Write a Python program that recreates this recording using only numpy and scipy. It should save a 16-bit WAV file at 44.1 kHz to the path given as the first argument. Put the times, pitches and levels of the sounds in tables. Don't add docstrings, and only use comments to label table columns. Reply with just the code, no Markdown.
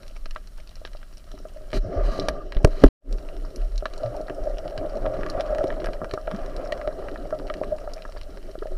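import sys
import numpy as np
from scipy import signal
from scipy.fft import rfft, irfft
from scipy.io import wavfile

SR = 44100
rng = np.random.default_rng(int(sys.argv[2]) if len(sys.argv) > 2 else 0)


def elevation(decibels):
    levels = np.asarray(decibels, float)
    return 10 ** (levels / 20)


def bounce(signal):
    frames = np.transpose(np.atleast_2d(signal))
    limited = np.clip(frames, -1, 1)
    pcm = np.round(limited * 32767).astype(np.int16)
    wavfile.write(sys.argv[1], SR, pcm)


N = 386757
T = np.arange(N) / SR

# pitch_hz [Hz], level_db [dB], t60_s [s]
HOUSING = [(114, -4.5, 0.021), (168.7, -1, 0.016), (295, -5.5, 0.04), (390, -3.5, 0.047),
           (445.7, -12.5, 0.019), (557.6, -7.5, 0.033), (618.5, -3.5, 0.029), (680, -10.5, 0.018),
           (946, -6, 0.0072), (1191, -13.5, 0.027), (1320, -7, 0.012), (1640, -11.5, 0.021),
           (1918, -8.5, 0.011), (2350, -9, 0.0076), (2953, -3, 0.0053), (4050, -5, 0.0068),
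           (4620, -3.5, 0.0043), (5496, 2, 0.0053), (6950, -13.5, 0.018), (8700, 2, 0.0031),
           (9930, -10, 0.015), (10400, -11.5, 0.011), (11330, -14, 0.051), (12500, -12, .005)]
MODE_HZ = np.array(HOUSING)[:, 0]

SURGE_DB, SURGES_HZ = 2, 11


def rms_one(x):
    return x / np.sqrt(np.mean(x ** 2) + 1e-20)


def band(x, low_hz, high_hz):
    return signal.sosfilt(signal.butter(2, [low_hz, high_hz], "band", fs=SR, output="sos"), x)


def drift(rate_hz):
    step = 40
    pole = np.exp(-2 * np.pi * step * rate_hz / SR)
    noise = rng.standard_normal(N // step + 2002)
    slow = signal.lfilter([1], [1, -2 * pole, pole * pole], noise)[2000:]
    return np.interp(np.arange(N) / step, np.arange(len(slow)), rms_one(slow))


def ring(force, hz, t60_s):
    radius, angle = elevation(-60 / (t60_s * SR)), 2 * np.pi * hz / SR
    return signal.lfilter([0, np.sin(angle)], [1, -2 * radius * np.cos(angle), radius * radius], force + 1e-18)


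def press(force, press_s):
    gain = 2 * np.log(1000) / (press_s * SR)
    return np.array([ring(f, hz, press_s) * gain for f, hz in zip(force, MODE_HZ)])


def contacts(times_s, levels_db, centres_hz, spread_db, contact_s, rattle_db=-30, rattle_s=0.0018):
    at = np.minimum(np.round(np.asarray(times_s) * SR).astype(int), N - 1)
    colour_db = np.array([np.interp(np.log(MODE_HZ), np.log(centres_hz), row) for row in levels_db])
    scattered_db = colour_db + spread_db * rng.standard_normal(colour_db.shape)
    strength = elevation(scattered_db) * rng.choice([-1, 1], colour_db.shape)
    force = np.zeros((len(MODE_HZ), N))
    force[:, at] = strength.T
    dying = signal.lfilter([0, elevation(rattle_db)], [1, -np.exp(-1 / (rattle_s * SR))], force + 1e-18)
    force = force + dying * rng.standard_normal(N)
    width = max(int(contact_s * SR), 1)
    return signal.lfilter(np.hanning(width + 2)[1:-1] * 2 / (width + 1), 1, force)


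def follows(flow_db, level_db, share):
    return level_db + share * (flow_db + 40)


def swarm_db(s):
    return -20 * ((s > 1.79) & (s < 2.5))


def hiss():
    # pitch_hz [Hz], level_db [dB per Hz]
    spectrum = [(60, -16), (260, -29), (600, -43.5), (1300, -43), (3000, -48.5), (5600, -49), (7500, -49),
                (10300, -48), (12500, -53.5), (15300, -55), (16000, -83.5)]
    shape_hz, shape_db = np.transpose(spectrum)
    hz = np.maximum(np.arange(N // 2 + 1) * SR / N, 1)
    gain = elevation(np.interp(np.log(hz), np.log(shape_hz), shape_db))
    dip = np.interp(T, [1.78, 1.8, 2.62, 2.64], [0, 1, 1, 0])
    return elevation(-53.5 - 7 * dip) * rms_one(irfft(rfft(rng.standard_normal(N)) * gain, N))


def whine():
    # pitch_hz [Hz], level_db [dB peak]
    tones = [(12000, -80), (13600, -89.5)]
    return sum(elevation(level_db) * np.sin(2 * np.pi * hz * T) for hz, level_db in tones)


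def sway(flow_db):
    # middle_s [s], level_db [dB peak], pitch_hz [Hz], length_s [s]
    lurches = [(0.066, -28, 20.4, 0.16), (0.292, -24, 17, 0.26), (0.587, -29.5, 15, 0.16),
               (0.916, -28, 24, 0.097), (1.789, -15.5, 32.7, 0.15), (2.051, -14, 35.3, 0.21),
               (2.304, -26.5, 47, 0.087), (2.751, -19.5, 22.5, 0.2), (3.125, -17, 31.5, 0.16),
               (3.426, -22.5, 29.7, 0.19), (3.634, -16.5, 33.7, 0.17), (3.761, -18, 35.4, 0.16),
               (4.422, -16.5, 20, 0.051), (4.521, -22, 32, 0.16), (5.017, -24, 27, 0.234),
               (5.22, -26, 21, 0.097), (5.36, -23.5, 23, 0.057), (5.518, -25.5, 37, 0.13),
               (5.793, -27, 25, 0.16), (5.889, -24, 21, 0.12), (7.22, -28, 30, .25),
               (8.755, -22.5, 23.2, 0.13)]
    level_db = follows(flow_db, -35.5, 0.16) + 0.74 * drift(5.4)
    out = elevation(level_db) * rms_one(band(band(rng.standard_normal(N), 12.8, 31.2), 13.5, 84))
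    for middle_s, peak_db, hz, length_s in lurches:
        swell = np.hanning(int(length_s * SR))
        at = max(int((middle_s - length_s / 2) * SR), 0)
        cycles = hz * np.arange(len(swell)) / SR + rng.random()
        swing = elevation(peak_db) * swell * np.sin(2 * np.pi * cycles)
        out[at:at + len(swell)] += swing[:N - at]
    return out


def slosh(flow_db):
    # start_s [s], end_s [s], level_db [dB]
    turns = [(1.32, 1.69, -47.5), (1.833, 2.065, -29.5), (2.07, 2.25, -32), (2.29, 2.849, -33.5),
             (3.048, 3.598, -36), (3.098, 3.78, -46), (4.777, 5.356, -32), (5.72, 5.92, -33),
             (6.313, 6.683, -32.5), (7.085, 7.732, -32.5), (8.294, 8.502, -37.5)]
    edge_s = 0.0099
    power = elevation(2 * follows(flow_db, -49.5, 1))
    for start_s, end_s, level_db in turns:
        gate = np.interp(T, [start_s - edge_s, start_s, end_s, end_s + edge_s], [0, 1, 1, 0])
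        power = power + elevation(2 * level_db) * gate
    return 10 * np.log10(power) + SURGE_DB * drift(SURGES_HZ)


def streaming(slosh_db, stream_db, dull_db, bright_db):
    trim_hz = [130, 220, 400, 550, 625, 700, 980, 1250, 2400, 5000, 9000, 14000]
    trims_db = [-55.5, -49.5, -49.0, -46, -42.5, -47, -49.5, -24, -37.5, -40.5, -49.0, -59.5]
    trim_db = np.interp(np.log(MODE_HZ), np.log(trim_hz), trims_db)
    white = rng.standard_normal((3, N))
    common_lumps_db = 1.5 * drift(6.8)
    force = []
    for k, hz in enumerate(MODE_HZ):
        level_db = slosh_db if hz < 450 else stream_db if hz < 900 else dull_db if hz < 2600 else bright_db
        eddies = rms_one(band(white[k % 3], hz / 1.174, hz * 1.2))
        own_lumps_db = 2.2 * drift(11.8)
        force.append(eddies * elevation(level_db + trim_db[k] + common_lumps_db + own_lumps_db))
    return np.array(force)


def bubbles(slosh_db, flow_db):
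    # start_s [s], level_db [dB peak], pitch_hz [Hz at the start], length_s [s]
    gurgles = [(1.85, -24, 96, 0.051), (1.96, -20, 74, 0.068), (4.04, -25.5, 111.5, 0.12),
               (4.78, -31.5, 101, 0.059), (5.0, -33, 109, 0.29), (6.335, -22, 196, 0.041),
               (4.146, -35, 860, 0.016), (6.721, -23, 1810, 0.017), (6.845, -37, 1250, 0.025),
               (8.579, -29.5, 340, 0.017), (8.620, -21, 400, 0.017), (8.705, -34, 358, 0.085)]
    draws = rng.random((240, 3))
    s, hz = draws[:, 0] * N / SR, 200 * 3.91 ** draws[:, 1]
    small_db = slosh_db[(s * SR).astype(int)] - 13.5 + 10.0 * draws[:, 2]
    small = np.transpose([s, small_db, hz, 11.0 / hz])
    draws = rng.random((450, 3))
    s, hz = draws[:, 0] * N / SR, 1000 * 2.2 ** draws[:, 1]
    tiny_db = follows(flow_db[(s * SR).astype(int)], -50, 0.56) - 63.0 * draws[:, 2]
    tiny = np.transpose([s, tiny_db, hz, 16.2 / hz])
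    out = np.zeros(N + SR)
    for start_s, level_db, pitch_hz, length_s in np.concatenate([gurgles, small, tiny]):
        u = np.arange(int(length_s * SR)) / (length_s * SR)
        swell = np.e * 4 * u * np.exp(-4 * u) * (1 - u)
        cycles = pitch_hz * length_s * (u + 0.058 * u ** 2)
        at = int(start_s * SR)
        out[at:at + len(u)] += elevation(level_db) * swell * np.sin(2 * np.pi * cycles)
    return out[:N]


def squeak():
    start_s, end_s, hz = 1.91, 2.45, 1196
    stroke = np.interp(T, [start_s, start_s + .03, end_s - .03, end_s], [0, 1, .7, 0])
    tone = ring(ring(rng.standard_normal(N), hz, 0.035), hz, 0.032)
    return elevation(-45.5 + 1.2 * drift(20)) * stroke * rms_one(tone)


def scrapes():
    # start_s [s], end_s [s], onset_s [s],
    # low_db [dB near 600 Hz], mid_db [dB near 1.2 kHz], high_db [dB near 4 kHz]
    strokes = [(1.734, 1.796, 0.0025, -42, -43, -39), (1.892, 2.4, 0.06, -60, -46.5, -66.5),
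               (2.023, 2.333, 0.035, -79.5, -53.5, -48), (2.636, 2.959, 0.25, -66, -51, -50),
               (2.815, 2.852, 0.015, -40.5, -53, -62.5), (4.681, 5.958, 0.75, -80, -42.5, -81.5),
               (6.275, 6.953, 0.045, -72, -48.5, -74), ]
    cut_hz = 6160
    force, grit = 0, rng.standard_normal(N) * elevation(2.15 * drift(50))
    dull = signal.sosfilt(signal.butter(4, cut_hz, fs=SR, output="sos"), grit)
    grit = np.where(MODE_HZ[:, None] < cut_hz, dull, grit)
    for start_s, end_s, onset_s, low_db, mid_db, high_db in strokes:
        points_s = [start_s, start_s + onset_s, end_s - 0.5 * (end_s - start_s), end_s]
        stroke = np.interp(T, points_s, [0.0023, 0.37, 0.3, 0.00085])
        colour_db = np.interp(np.log(MODE_HZ), np.log([600, 980, 1200, 3100, 4000, 5500, 10000]),
                              [low_db, mid_db - 22.0, mid_db, min(mid_db, high_db) - 1.5,
                               high_db, high_db - 20.5, high_db - 22])
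        force = force + elevation(colour_db)[:, None] * stroke * grit
    return force


def plops(flow_db):
    draws = rng.random((600, 5))
    s = draws[:, 0] * N / SR
    flow_there_db = flow_db[(draws[:, 0] * N).astype(int)]
    size_db = follows(flow_there_db, -51.5, 1) + np.minimum(-4.0 * np.log(draws[:, 1]), 3.0) + swarm_db(s)
    low_db, main_db, high_db = 14.0 * (draws[:, 2:].T - .5)
    colour_db = np.transpose([size_db - 20.0 + low_db, size_db + main_db, size_db - 12.0 + high_db, size_db - 28.0])
    touch = contacts(s, colour_db, [300, 600, 1400, 3500], spread_db=3.0, contact_s=0.00038,
                     rattle_db=-18.0, rattle_s=0.0073)
    return press(touch, 0.0058)


def taps():
    # start_s [s], main_db [dB near 600 Hz], low_db [dB near 300 Hz],
    # high_db [dB near 1.3 kHz], softness [0-1]
    tap_table = [(0.26, -39.5, -62, -51, 0), (0.36, -33, -60, -15, 0.25), (0.597, -38, -66, -58, 0.13),
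                 (0.815, -31.5, -77, -61, 0.3), (0.949, -35.5, -68, -31, 0.2), (1.317, -45, -51, -32, 0.4),
                 (1.34, -33.5, -29.5, -61, 0.35), (1.401, -41, -34, -57, 0.2), (1.452, -26, -62, -28, 0.28),
                 (1.559, -25.5, -59, -70, 0.98), (1.609, -32.5, -35, -64, 0.85),
                 (1.73, -15.5, -20, -40, 0.7), (1.844, -19, -41, -57, 0.75), (2.078, -17, -17.5, -48, 0.8),
                 (2.18, -18, -34, -60, 0.8), (2.189, -12.5, -13.5, -50, 0.33),
                 (2.284, -15, -31, -8.5, 0.16), (2.306, -29, -27, -43, 0.2), (2.666, -12, -20, -30, 0.6),
                 (3.824, -22.5, -28, -27, 0.4), (3.855, -30, -52, -10, 0), (4.032, -14, -76, -21, 0.9),
                 (4.056, -14, -40, -19, 0.9), (4.178, -17.5, -50, -42, 0.35), (4.205, -16.5, -50, -53, 0.4),
                 (4.302, -21, -18.5, -35, 0.3), (4.458, -17, -63, -48, 1), (4.654, -18.5, -47, -45, 0.84),
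                 (4.817, -14.5, -49, -49, 0.57), (5.055, -18.5, -38, -19, 0.1), (5.066, -9, -45, -40, 0.73),
                 (5.19, -19, -17, -32, 0.4), (5.377, -24, -21, -19, 0.3), (5.504, -15, -48, -49, 0.5),
                 (5.523, -9.5, -66, -18, 0.93), (5.588, -17.5, -24, -38, 0.4),
                 (5.607, -6.5, -47, -17, 0.57), (6.016, -18.5, -16.5, -13.5, 0.55),
                 (6.034, -18.5, -25, -30, .2), (6.137, -18, -17, -15, 0.1),
                 (6.175, -20.5, -33, -11.5, 0.33), (6.277, -22, -58, -17.5, 0.13),
                 (6.563, -36, -56, -40, 0.5), (6.637, -14.5, -37, -42, 0.8), (6.723, -18.5, -32, -34, 0.06),
                 (6.874, -13.5, -20, -22, 0.56), (7.084, -31, -24, -20, 0.17), (7.255, -25, -34, -40, 0.15),
                 (7.325, -11.5, -61, -12.5, 0.67), (7.5, -14.5, -27, -45, 0.56),
                 (7.614, -7.5, -31, -32, 0.65), (7.719, -7.5, -83, -64, 1), (7.875, -23.5, -48, -21.5, 0.1),
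                 (8.091, -30, -61, -30, 0.1), (8.15, -32.5, -42, -55, 0), (8.44, -40, -44, -48, 0),
                 (8.486, -27, -63, -55.5, 0.2), (8.553, -24, -38, -27.5, 0.03),
                 (8.624, -26, -46, -18.5, 0.3), (8.656, -19, -46, -43, 0.52), (8.718, -24, -44, -43, 0.6)]
    s, main_db, low_db, high_db, softness = np.transpose(tap_table)
    colour_db = np.transpose([low_db - 4, np.maximum(low_db, main_db - 14) - 4, main_db - 3, main_db + 5,
                              high_db - 9, high_db + 3, high_db - 30])
    touch = contacts(s, colour_db, [300, 450, 560, 625, 980, 1300, 3000], spread_db=1.5, contact_s=0.00056)
    soft = np.clip(np.interp(T, s, softness), 0, 1)
    return elevation(1.0) * press((1 - soft) * touch, 0.004) + elevation(5.5) * press(soft * touch, 0.1)


def ticks(flow_db):
    # start_s [s], high_db [dB near 4 kHz], mid_db [dB near 1.5 kHz],
    # top_db [dB near 10 kHz]
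    tick_table = [(0.032, -35, -36, -54), (0.0804, -30.5, -66, -47), (0.167, -37.5, -40, -48),
                  (0.258, -20.5, -24.5, -64), (0.3097, -22.5, -32, -49), (0.362, -28, -21, -79),
                  (0.4731, -34.5, -46, -48), (0.5777, -37, -66, -43), (0.604, -39, -60, -60),
                  (0.693, -31.5, -51, -62), (0.756, -28.5, -45, -51), (0.8507, -16.5, -21.5, -70),
                  (0.8624, -32, -46, -56), (0.874, -31, -34, -76), (0.933, -33, -36, -54),
                  (0.9702, -36, -46, -61), (1.03, -39, -34, -60), (1.1804, -34, -60, -44),
                  (1.3164, -25, -48, -49), (1.3778, -50, -37, -60), (1.704, -36, -37, -56),
                  (1.717, -35, -33, -49), (1.731, -23.5, -15, -45), (2.198, -8, -61, -41),
                  (2.286, -11.5, -9, -28.5), (2.5227, -22.5, -19.5, -85), (2.548, -28, -31, -62),
                  (2.5685, -23.5, -25, -72), (3.127, -27, -90, -42), (3.1842, -36, -33, -80),
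                  (3.288, -35, -28, -75), (3.3667, -34, -37, -69), (3.5606, -24, -63, -35.5),
                  (3.613, -58, -27, -70), (3.7582, -30, -46, -52), (3.779, -15.5, -59, -44),
                  (3.8564, -16, -9.5, -61), (3.937, -24.5, -40, -60), (3.9788, -26.5, -70, -43),
                  (4.0343, -26.5, -39, -76), (4.0615, -29, -26, -67), (4.1656, -35, -67, -39),
                  (4.2136, -33, -57, -46), (4.2828, -40, -18.5, -69), (4.2977, -33, -16, -59),
                  (4.584, -22.5, -38, -62), (4.679, -24.5, -35, -63), (4.699, -37, -44, -55),
                  (4.708, -35, -44, -52), (4.7781, -19, -24, -75), (4.9546, -34, -52, -56),
                  (4.971, -29, -46, -57), (5.0624, -32, -15, -80), (5.1675, -48, -29, -67),
                  (5.21, -42, -25, -71), (5.233, -34, -13, -79), (5.2638, -35, -16, -57),
                  (5.287, -35, -37, -60), (5.2998, -15, -60, -33), (5.3983, -29, -21, -58),
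                  (5.408, -16.5, -21, -40), (5.463, -34, -36, -60), (5.549, -23, -24, -92),
                  (5.584, -29.5, -13, -49), (5.672, -25, -56, -67), (5.7034, -35, -13.5, -70),
                  (5.726, -38, -21, -66), (5.802, -26, -32, -83), (5.819, -44, -23, -65),
                  (5.844, -26, -17, -62), (5.859, -27, -23, -36), (5.8702, -44, -15.5, -65),
                  (5.888, -68, -19, -66), (5.9336, -28, -23.5, -48), (6.0448, -39, -15, -45),
                  (6.112, -18, -23.5, -79), (6.138, -19.5, -31.5, -61), (6.2742, -34, -18, -80),
                  (6.3137, -34, -16.5, -45), (6.347, -39, -22, -60), (6.363, -28.5, -46, -51),
                  (6.462, -33, -30, -54), (6.565, -20.5, -63, -43), (6.6593, -50, -22, -60),
                  (6.6741, -28.5, -38, -51), (6.723, -10.5, -19, -70), (6.7766, -64, -24, -65),
                  (6.8144, -33, -19, -84), (6.8752, -27, -23.5, -58), (7.024, -62, -26, -70),
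                  (7.085, -28, -20.5, -85), (7.1145, -32, -49, -67), (7.143, -38, -45, -63),
                  (7.159, -72, -18.5, -70), (7.307, -38, -24, -67), (7.3888, -31, -39, -59),
                  (7.398, -47, -24, -65), (7.47, -28, -39, -60), (7.4775, -31, -32, -62),
                  (7.4998, -27.5, -13, -81), (7.5399, -20, -27, -90), (7.5695, -27, -53, -87),
                  (7.636, -41, -17, -61), (7.7854, -38, -30, -49), (7.9362, -20.5, -67, -35),
                  (8.0219, -25, -37, -71), (8.052, -69, -15, -66), (8.123, -34, -32, -54),
                  (8.1695, -43, -28, -62), (8.2138, -27.5, -34, -50), (8.233, -25.5, -57, -64),
                  (8.3731, -34.5, -29.5, -60), (8.4287, -36, -47, -65), (8.5136, -33.5, -51, -58),
                  (8.589, -27.5, -50, -83), (8.633, -33, -42, -68), (8.67, -35, -31, -63), ]
    centres_hz = [300, 600, 1500, 4200, 10000]
    s, high_db, mid_db, top_db = np.transpose(tick_table)
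    loud_db = np.transpose([mid_db - 26, mid_db - 14, mid_db - 4, high_db - 7, top_db - 5])
    loud = contacts(s, loud_db, centres_hz, spread_db=2.25, contact_s=.00006, rattle_db=-25.0, rattle_s=0.006)
    draws = rng.random((1300, 4))
    s = draws[:, 0] * N / SR
    flow_there_db = flow_db[(draws[:, 0] * N).astype(int)]
    size_db = follows(flow_there_db, -67, 0.023) + np.minimum(-4.5 * np.log(draws[:, 1]), 12) + swarm_db(s)
    low_db, high_db = 18 * (draws[:, 2:].T - .5)
    weak_db = np.transpose([size_db - 32.5, size_db + low_db, size_db + low_db,
                            size_db + high_db, size_db - 17.0 + high_db])
    return loud + contacts(s, weak_db, centres_hz, spread_db=7.5, contact_s=.00006,
                           rattle_db=-25.5, rattle_s=0.0092)


def knocks():
    # start_s [s], ring_db [dB], crack_db [dB]
    knock_table = [(2.568, -36, -55), (2.6474, -13, -8.5), (2.674, -24, -36), (2.838, -0.5, -15),
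                   (2.848, -19.5, -38.5), (2.863, -22.5, -32), (5.641, -21, -31), (5.887, -34, -48),
                   (6.136, -27.5, -40)]
    # start_s [s], level_db [dB], pitch_hz [Hz], t60_s [s], direction [+1 or -1]
    shove_table = [(2.565, -6.5, 29.5, 0.15, 1), (2.6451, 2.5, 121, 0.022, -1),
                   (2.6473, -3.5, 23.2, 0.19, 1), (2.6484, -2, 419, 0.022, 1), (2.837, -5, 267, 0.091, 1),
                   (2.848, 5, 36, 0.064, 1), (2.859, -3, 25.4, 0.075, -1)]
    s, ring_db, crack_db = np.transpose(knock_table)
    force, shove = 0, np.zeros(N)
    for lag_s, gain_db in [(0, 7), (.0022, -1), (.0048, -20)]:
        colour_db = np.transpose([ring_db, ring_db, ring_db - 0.5,
                                  crack_db - 7.0, crack_db - 14.5, crack_db - 21.5]) + gain_db
        force = force + contacts(s + lag_s, colour_db, [150, 280, 600, 1500, 4200, 10000],
                                 spread_db=2.0, contact_s=.00006)
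    for start_s, level_db, hz, t60_s, direction in shove_table:
        click = np.zeros(N)
        click[round(start_s * SR)] = np.sign(direction)
        shove += elevation(level_db) * ring(click, hz, t60_s)
    return force, shove


def scene():
    # time_s [s], level_db [dB]
    flow_table = [(0.0, -46.5), (0.2, -62), (1.29, -60.5), (1.8, -43.5), (1.929, -23), (2.1, -24.5),
                  (2.33, -33), (2.499, -35.5), (2.799, -37.5), (3.409, -39), (3.788, -45), (4.02, -28.5),
                  (4.6, -28.5), (5.05, -21.5), (5.25, -27.5), (5.7, -20.5), (5.95, -31.5), (6.26, -34),
                  (6.55, -26.5), (6.9, -25.5), (7.4, -31.5), (7.68, -28), (7.9, -33), (8.1, -40),
                  (8.6, -44), (8.77, -36)]
    flow_db = np.interp(T, *np.transpose(flow_table))
    surging_db = flow_db + SURGE_DB * drift(SURGES_HZ)
    slosh_db = slosh(flow_db)
    dull_rub_db, bright_rub_db = follows(surging_db, -59, 0.44), follows(surging_db, -51, 0.13)
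    water = streaming(slosh_db, surging_db, dull_rub_db, bright_rub_db)
    knock_force, shove = knocks()
    force = ticks(flow_db) + taps() + plops(flow_db) + knock_force + scrapes() + water
    shell = sum(elevation(level_db) * ring(f, hz, t60_s) for f, (hz, level_db, t60_s) in zip(force, HOUSING))
    return (shell + sway(flow_db) + shove + bubbles(slosh_db, flow_db) + squeak() + hiss() + whine())[None]


def roll_off(x):
    return signal.sosfilt(signal.butter(12, 15800, fs=SR, output="sos"), x)


def record(dry):
    fade = np.interp(T, [2.887, 2.888, 3.003, 3.12], [1, 0, 0, 1]) ** 1.86
    mix = np.clip(dry, -1, 1) * fade
    return roll_off(mix)


dry = scene()
out = record(dry)
bounce(out)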